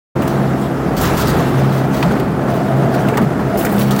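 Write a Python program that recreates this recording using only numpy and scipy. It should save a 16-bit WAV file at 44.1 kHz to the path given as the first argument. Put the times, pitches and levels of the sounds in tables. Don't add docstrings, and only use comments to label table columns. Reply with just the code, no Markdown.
import sys
import numpy as np
from scipy import signal
from scipy.fft import rfft, irfft, next_fast_len
from scipy.io import wavfile
from scipy.ndimage import uniform_filter1d, minimum_filter1d, map_coordinates

SR = 44100
rng = np.random.default_rng(int(sys.argv[2]) if len(sys.argv) > 2 else 0)


def generate_wav(sig):
    pcm = np.round(np.clip(np.atleast_2d(sig).T, -1, 1) * 32767).astype(np.int16)
    wavfile.write(sys.argv[1], SR, pcm)


N = 176400
START_S, TEAR_S = 0.1517, 3.05


def amp(db):
    return 10 ** (np.asarray(db) / 20)


def unit(x):
    return x / np.sqrt(np.mean(x ** 2) + 1e-20)


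def along(points, hz):
    frequencies, values = np.transpose(points)
    return np.interp(np.log(hz + 1), np.log(frequencies + 1), values)


def clock():
    return np.arange(N) / SR


def curve(rows):
    return np.interp(clock(), *np.transpose(rows))


def wobble(rate):
    grid = np.arange(0, N / SR * rate + 1, 1 / 8)
    spline = map_coordinates(rng.standard_normal(8192), [grid + 2], mode="wrap")
    return np.interp(clock() * rate, grid, spline)


def envelope(start, length, attack, t60):
    t = clock() - start
    return np.clip(t / attack, 0, 1) * amp(-60 * np.maximum(t - length, 0) / t60)


def filtered(x, response):
    size = next_fast_len(N + 8192)
    return irfft(rfft(x, size) * response(np.fft.rfftfreq(size, 1 / SR)), size)[..., :N]


def coloured(x, colour):
    return unit(filtered(x, lambda hz: amp(along(colour, hz))))


def band(hz, octaves):
    noise = rng.standard_normal(N)
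    return unit(filtered(noise, lambda f: np.exp(-(np.log2((f + 1) / hz) / octaves) ** 2)))


def grit(rate, depth_db):
    return rng.standard_normal(N) * amp(depth_db * wobble(rate))


def patchy(x, depth_db):
    spectra = signal.stft(x, nperseg=512)[2]
    field = rng.standard_normal(spectra.shape)
    for _ in range(2):
        field = uniform_filter1d(field, size=9, axis=0)
        field = uniform_filter1d(field, size=3, axis=1)
    return unit(signal.istft(spectra * amp(depth_db * unit(field)), nperseg=512)[1][:N])


def hopper(x):
    decay = [(200, 0.52), (2000, 0.85), (6000, 0.2), (16000, 0.068)]  # frequency_hz, t60_s
    out, step = np.zeros(N + SR), SR // 5
    for i in range(0, N, step):
        hz, t, spectra = signal.stft(rng.standard_normal(SR // 3), SR, nperseg=256)
        damping = amp(-60 * t / along(decay, hz)[:, None])
        tail = signal.istft(spectra * damping, SR, nperseg=256)[1]
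        echo = signal.fftconvolve(x[i:i + step], tail / np.linalg.norm(tail))
        out[i:i + len(echo)] += echo
    return out[:N]


def gear_hum(mesh_cycles, whine_hz=878, whine_db=-38):
    harmonics = [(1, -38), (3, -28), (4, -31), (5, -30.5), (6, -38.5)]
    drone = [(0.16, -21.5), (0.5, -21), (0.8, -27.5), (1.48, -20.5), (1.63, -13.5), (1.76, -18),
             (2.22, -26), (2.69, -20.5), (2.75, -13), (2.85, -17.5), (3.24, -24), (3.28, -14), (3.35, -45),
             (3.44, -16.5), (3.65, -36), (3.88, -15.5), (4.0, -23.5)]
    swells = [(0.21, 0.24, -28.5), (2.74, 0.052, -26), (2.9, 0.033, -18), (3.689, 0.25, -16.5)]
    levels = {round(k): amp(db + 3.05 * wobble(8)) for k, db in harmonics}
    levels[2] = amp(curve(drone))
    swell = sum(amp(db) * envelope(start, length, attack=0.045, t60=0.22) for start, length, db in swells)
    levels[3] += swell * amp(1.6 * wobble(25))
    hum = amp(whine_db + 4.4 * wobble(3.7)) * np.sin(2 * np.pi * whine_hz * clock())
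    for k, level in levels.items():
        phase = 2 * np.pi * (k * mesh_cycles + rng.random()) + 0.34 * wobble(13)
        hum += level * np.sqrt(2) * np.sin(phase)
    return hum


def rumble(mesh_cycles, jitter_s=0.0006, scatter_db=3.5, knock_t60_s=0.054):
    colour = [(20, -49), (60, -46), (88, -9), (115, -1.5), (165, 2), (245, 0), (310, -3.5), (400, -2.5),
              (560, -7), (750, -7), (920, -12.5), (1350, -14), (1900, -21.5), (2500, -29.5), (4000, -38.5),
              (9000, -47), (16000, -49)]
    load = [(0.16, -19), (0.35, -17.5), (0.75, -21), (1.15, -16.5), (1.16, -19.5), (1.38, -16), (1.81, -19),
            (2.22, -18), (2.26, -19.5), (3.24, -16.5), (3.26, -20.5), (3.56, -18), (3.97, -18.5),
            (4.0, -20.5)]
    contacts = np.flatnonzero(np.diff(np.floor(mesh_cycles)))
    timing, force = rng.standard_normal((len(contacts), 2)).T
    onsets = np.clip(contacts + (timing * jitter_s * SR).astype(int), 0, N - 1)
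    knocks, t = np.zeros(N + SR), np.arange(SR // 16) / SR
    for i, size in zip(onsets, amp(scatter_db * force)):
        knocks[i:i + len(t)] += size * rng.standard_normal(len(t)) * amp(-60 * t / knock_t60_s)
    churn = grit(rate=100, depth_db=0.7)
    return amp(curve(load)) * (amp(-6) * coloured(knocks[:N], colour) + amp(1) * coloured(churn, colour))


def grinding():
    level = [(.16, -29), (1.2, -36), (1.6, -32.5), (2.3, -30), (2.6, -25.5), (3.0, -23.5), (3.35, -34),
             (3.53, -21.5), (3.72, -33), (4, -45)]
    return amp(curve(level)) * band(hz=670, octaves=0.14)


def frame_shake():
    strength = [(.16, -33), (.3, -27), (.88, -37), (.98, -19), (1.4, -22), (1.75, -31), (2.3, -33),
                (2.8, -38), (3.5, -28), (4, -37)]
    colour = [(20, -36), (36, -16), (52, 11.5), (70, 10.5), (95, 10), (140, -35)]
    return amp(curve(strength) - 4) * coloured(rng.standard_normal(N), colour)


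def scraping():
    rub_level = [(.16, -46), (.3, -38), (.45, -42), (.93, -43.5), (1.1, -31.5), (1.33, -33), (1.65, -37.5),
                 (1.88, -43), (2.05, -37.5), (2.35, -50), (2.48, -43), (2.56, -42), (2.75, -42.5),
                 (3.0, -38.5), (3.38, -46), (3.55, -41), (3.7, -38.5), (4, -41)]
    slips = [(0.218, 0.018, -33, -42), (0.965, 0.051, -24.5, -36), (1.012, 0.027, -23.5, -24),
             (1.049, 0.032, -25, -45), (1.168, 0.056, -22.5, -36), (1.271, 0.034, -23.5, -38),
             (1.722, 0.076, -34, -45), (1.93, 0.079, -32, -41), (2.535, .03, -41, -38),
             (3.213, 0.022, -36, -36), (3.573, 0.049, -29, -24.5), (3.626, 0.039, -46, -30.5),
             (3.691, 0.089, -37, -31.5), (3.79, 0.046, -27.5, -25), (3.86, .025, -51, -34),
             (3.914, 0.0069, -22, -39), (3.935, 0.052, -37, -34), (3.988, 0.018, -22.5, -37)]
    # frequency_hz, gain_db
    rub_colour = [(500, -11), (1500, 6.5), (3000, 6), (5000, 2), (8000, -1), (11000, -3.5), (15500, -1)]
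    rasp_colour = [(400, -2), (1200, 12.5), (2300, -0.5), (3200, 1), (5500, 0.5), (8000, -3), (11000, -10),
                   (16000, 2.5)]
    sizzle_colour = [(3000, -33), (7500, -9.5), (10500, -4), (12500, -0.5), (14000, -2), (15500, 4)]
    gripped = [(3400, 0), (5000, -2.5), (8000, -1)]
    rub = amp(curve(rub_level)) * patchy(coloured(grit(rate=42, depth_db=1.7), rub_colour), depth_db=3)
    rasp = patchy(coloured(grit(rate=150, depth_db=1.5), rasp_colour), depth_db=1)
    gripped_rasp = filtered(rasp, lambda hz: amp(along(gripped, hz)))
    rasp = np.where(clock() < TEAR_S, rasp, gripped_rasp)
    sizzle = patchy(coloured(grit(rate=110, depth_db=3), sizzle_colour), depth_db=1)
    scrapes = np.zeros(N)
    for start, length, rasp_db, sizzle_db in slips:
        friction = amp(rasp_db) * rasp + amp(sizzle_db) * sizzle
        scrapes += envelope(start, length, attack=0.0015, t60=0.083) * friction
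    return rub + scrapes


def bending():
    groan = [(2.02, 150, -50), (2.051, 163.4, -19), (2.081, 182.2, -10.5), (2.109, 226.7, -32),
             (2.136, 244.4, -17), (2.172, 279, -24), (2.24, 290.6, -29), (2.3, 288, -55)]
    times, hz, db = np.transpose(groan)
    phase = 2 * np.pi * np.cumsum(np.interp(clock(), times, hz)) / SR + 0.5 * wobble(70)
    level = np.interp(clock(), times, amp(db), left=0, right=0)
    return level * np.sqrt(2) * np.sin(phase)


def booms():
    clusters = [(1.03, 1210, -23, 0.7), (1.0, 90, -21, 0.6), (2.025, 740, -19.5, 0.34),
                (2.07, 70, -28, 0.38), (3.175, 855, -16, 0.072), (3.195, 190, -12.5, 0.32)]
    return sum(amp(db) * envelope(start, length=0.018, attack=0.0026, t60=t60) * band(hz, octaves=0.83)
               for start, hz, db, t60 in clusters)


def cracks():
    # start_s, length_s, centre_hz, half_width_octaves, crunch_db, snap_db
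    fractures = [(0.221, 0.0042, 2600, 0.35, -31, -36), (0.275, 0.0065, 3000, 0.47, -34, -29.5),
                 (1.034, 0.037, 2700, 1.1, -29, -44), (2.026, 0.0088, 1900, 1.1, -17.5, -30),
                 (2.117, 0.0072, 1900, 1.2, -33, -35), (2.197, 0.0059, 2100, 0.85, -29.5, -31),
                 (2.9435, 0.0085, 1200, 1.1, -25, -34), (2.981, .005, 1600, .9, -27, -43),
                 (3.0844, 0.0047, 2200, 0.73, -23, -28.5), (3.136, 0.011, 1800, 0.45, -25, -45),
                 (3.171, 0.009, 1350, 1.25, -18.5, -24), (3.61, .005, 2800, 0.44, -29, -36),
                 (3.648, 0.0041, 1650, 0.5, -15.5, -15), (3.663, 0.0079, 1650, 0.87, -25, -33),
                 (3.781, 0.0043, 2800, .9, -28.5, -29), (3.81, .011, 3200, 0.93, -29, -40),
                 (3.907, 0.0072, 3280, 0.37, -29, -24), (3.962, 0.0032, 3000, 1.3, -29, -25.5),
                 (3.992, 0.007, 1830, 0.52, -21.5, -36)]
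    snap_colour = [(1500, -35), (4000, -2), (8000, 3), (11000, -3), (15000, 5)]
    snap = coloured(grit(rate=900, depth_db=2.5), snap_colour)
    out = np.zeros(N)
    for start, length, hz, octaves, crunch_db, snap_db in fractures:
        burst = amp(crunch_db) * band(hz, octaves) + amp(snap_db) * snap
        out += envelope(start, length, attack=0.0012, t60=0.028) * burst
    return out


def scene(mesh_hz=67.28, mesh_drift=0.004, spread_delay_s=0.0019):
    spread = [(3000, -72), (4500, -30), (8000, -11.5), (11000, -11), (15000, -24)]
    mesh_cycles = np.cumsum(mesh_hz * (1 + mesh_drift * wobble(4))) / SR
    scrape, crack = scraping(), cracks()
    steel = scrape + crack + hopper(amp(-4.5) * scrape + amp(-15) * crack)
    machine = gear_hum(mesh_cycles) + rumble(mesh_cycles) + grinding() + frame_shake()
    mid = machine + bending() + booms() + steel
    late_steel = steel * (clock() > TEAR_S)
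    side = filtered(late_steel, lambda hz: amp(along(spread, hz)) * np.exp(-2j * np.pi * hz * spread_delay_s))
    fade_in = np.clip((clock() - START_S) / 0.011, 0, 1)
    return np.array([mid + side, mid - side]) * fade_in


def record(dry):
    ceiling, hold_s, cutoff_hz = 0.59, 0.0033, 16000
    window = int(hold_s * SR)
    needed = np.minimum(1, ceiling / (np.abs(dry).max(0) + 1e-9))
    gain = uniform_filter1d(minimum_filter1d(needed, window), window)
    return filtered(dry * gain, lambda hz: np.exp(-(hz / cutoff_hz) ** 150))


dry = scene()
out = record(dry)
generate_wav(out)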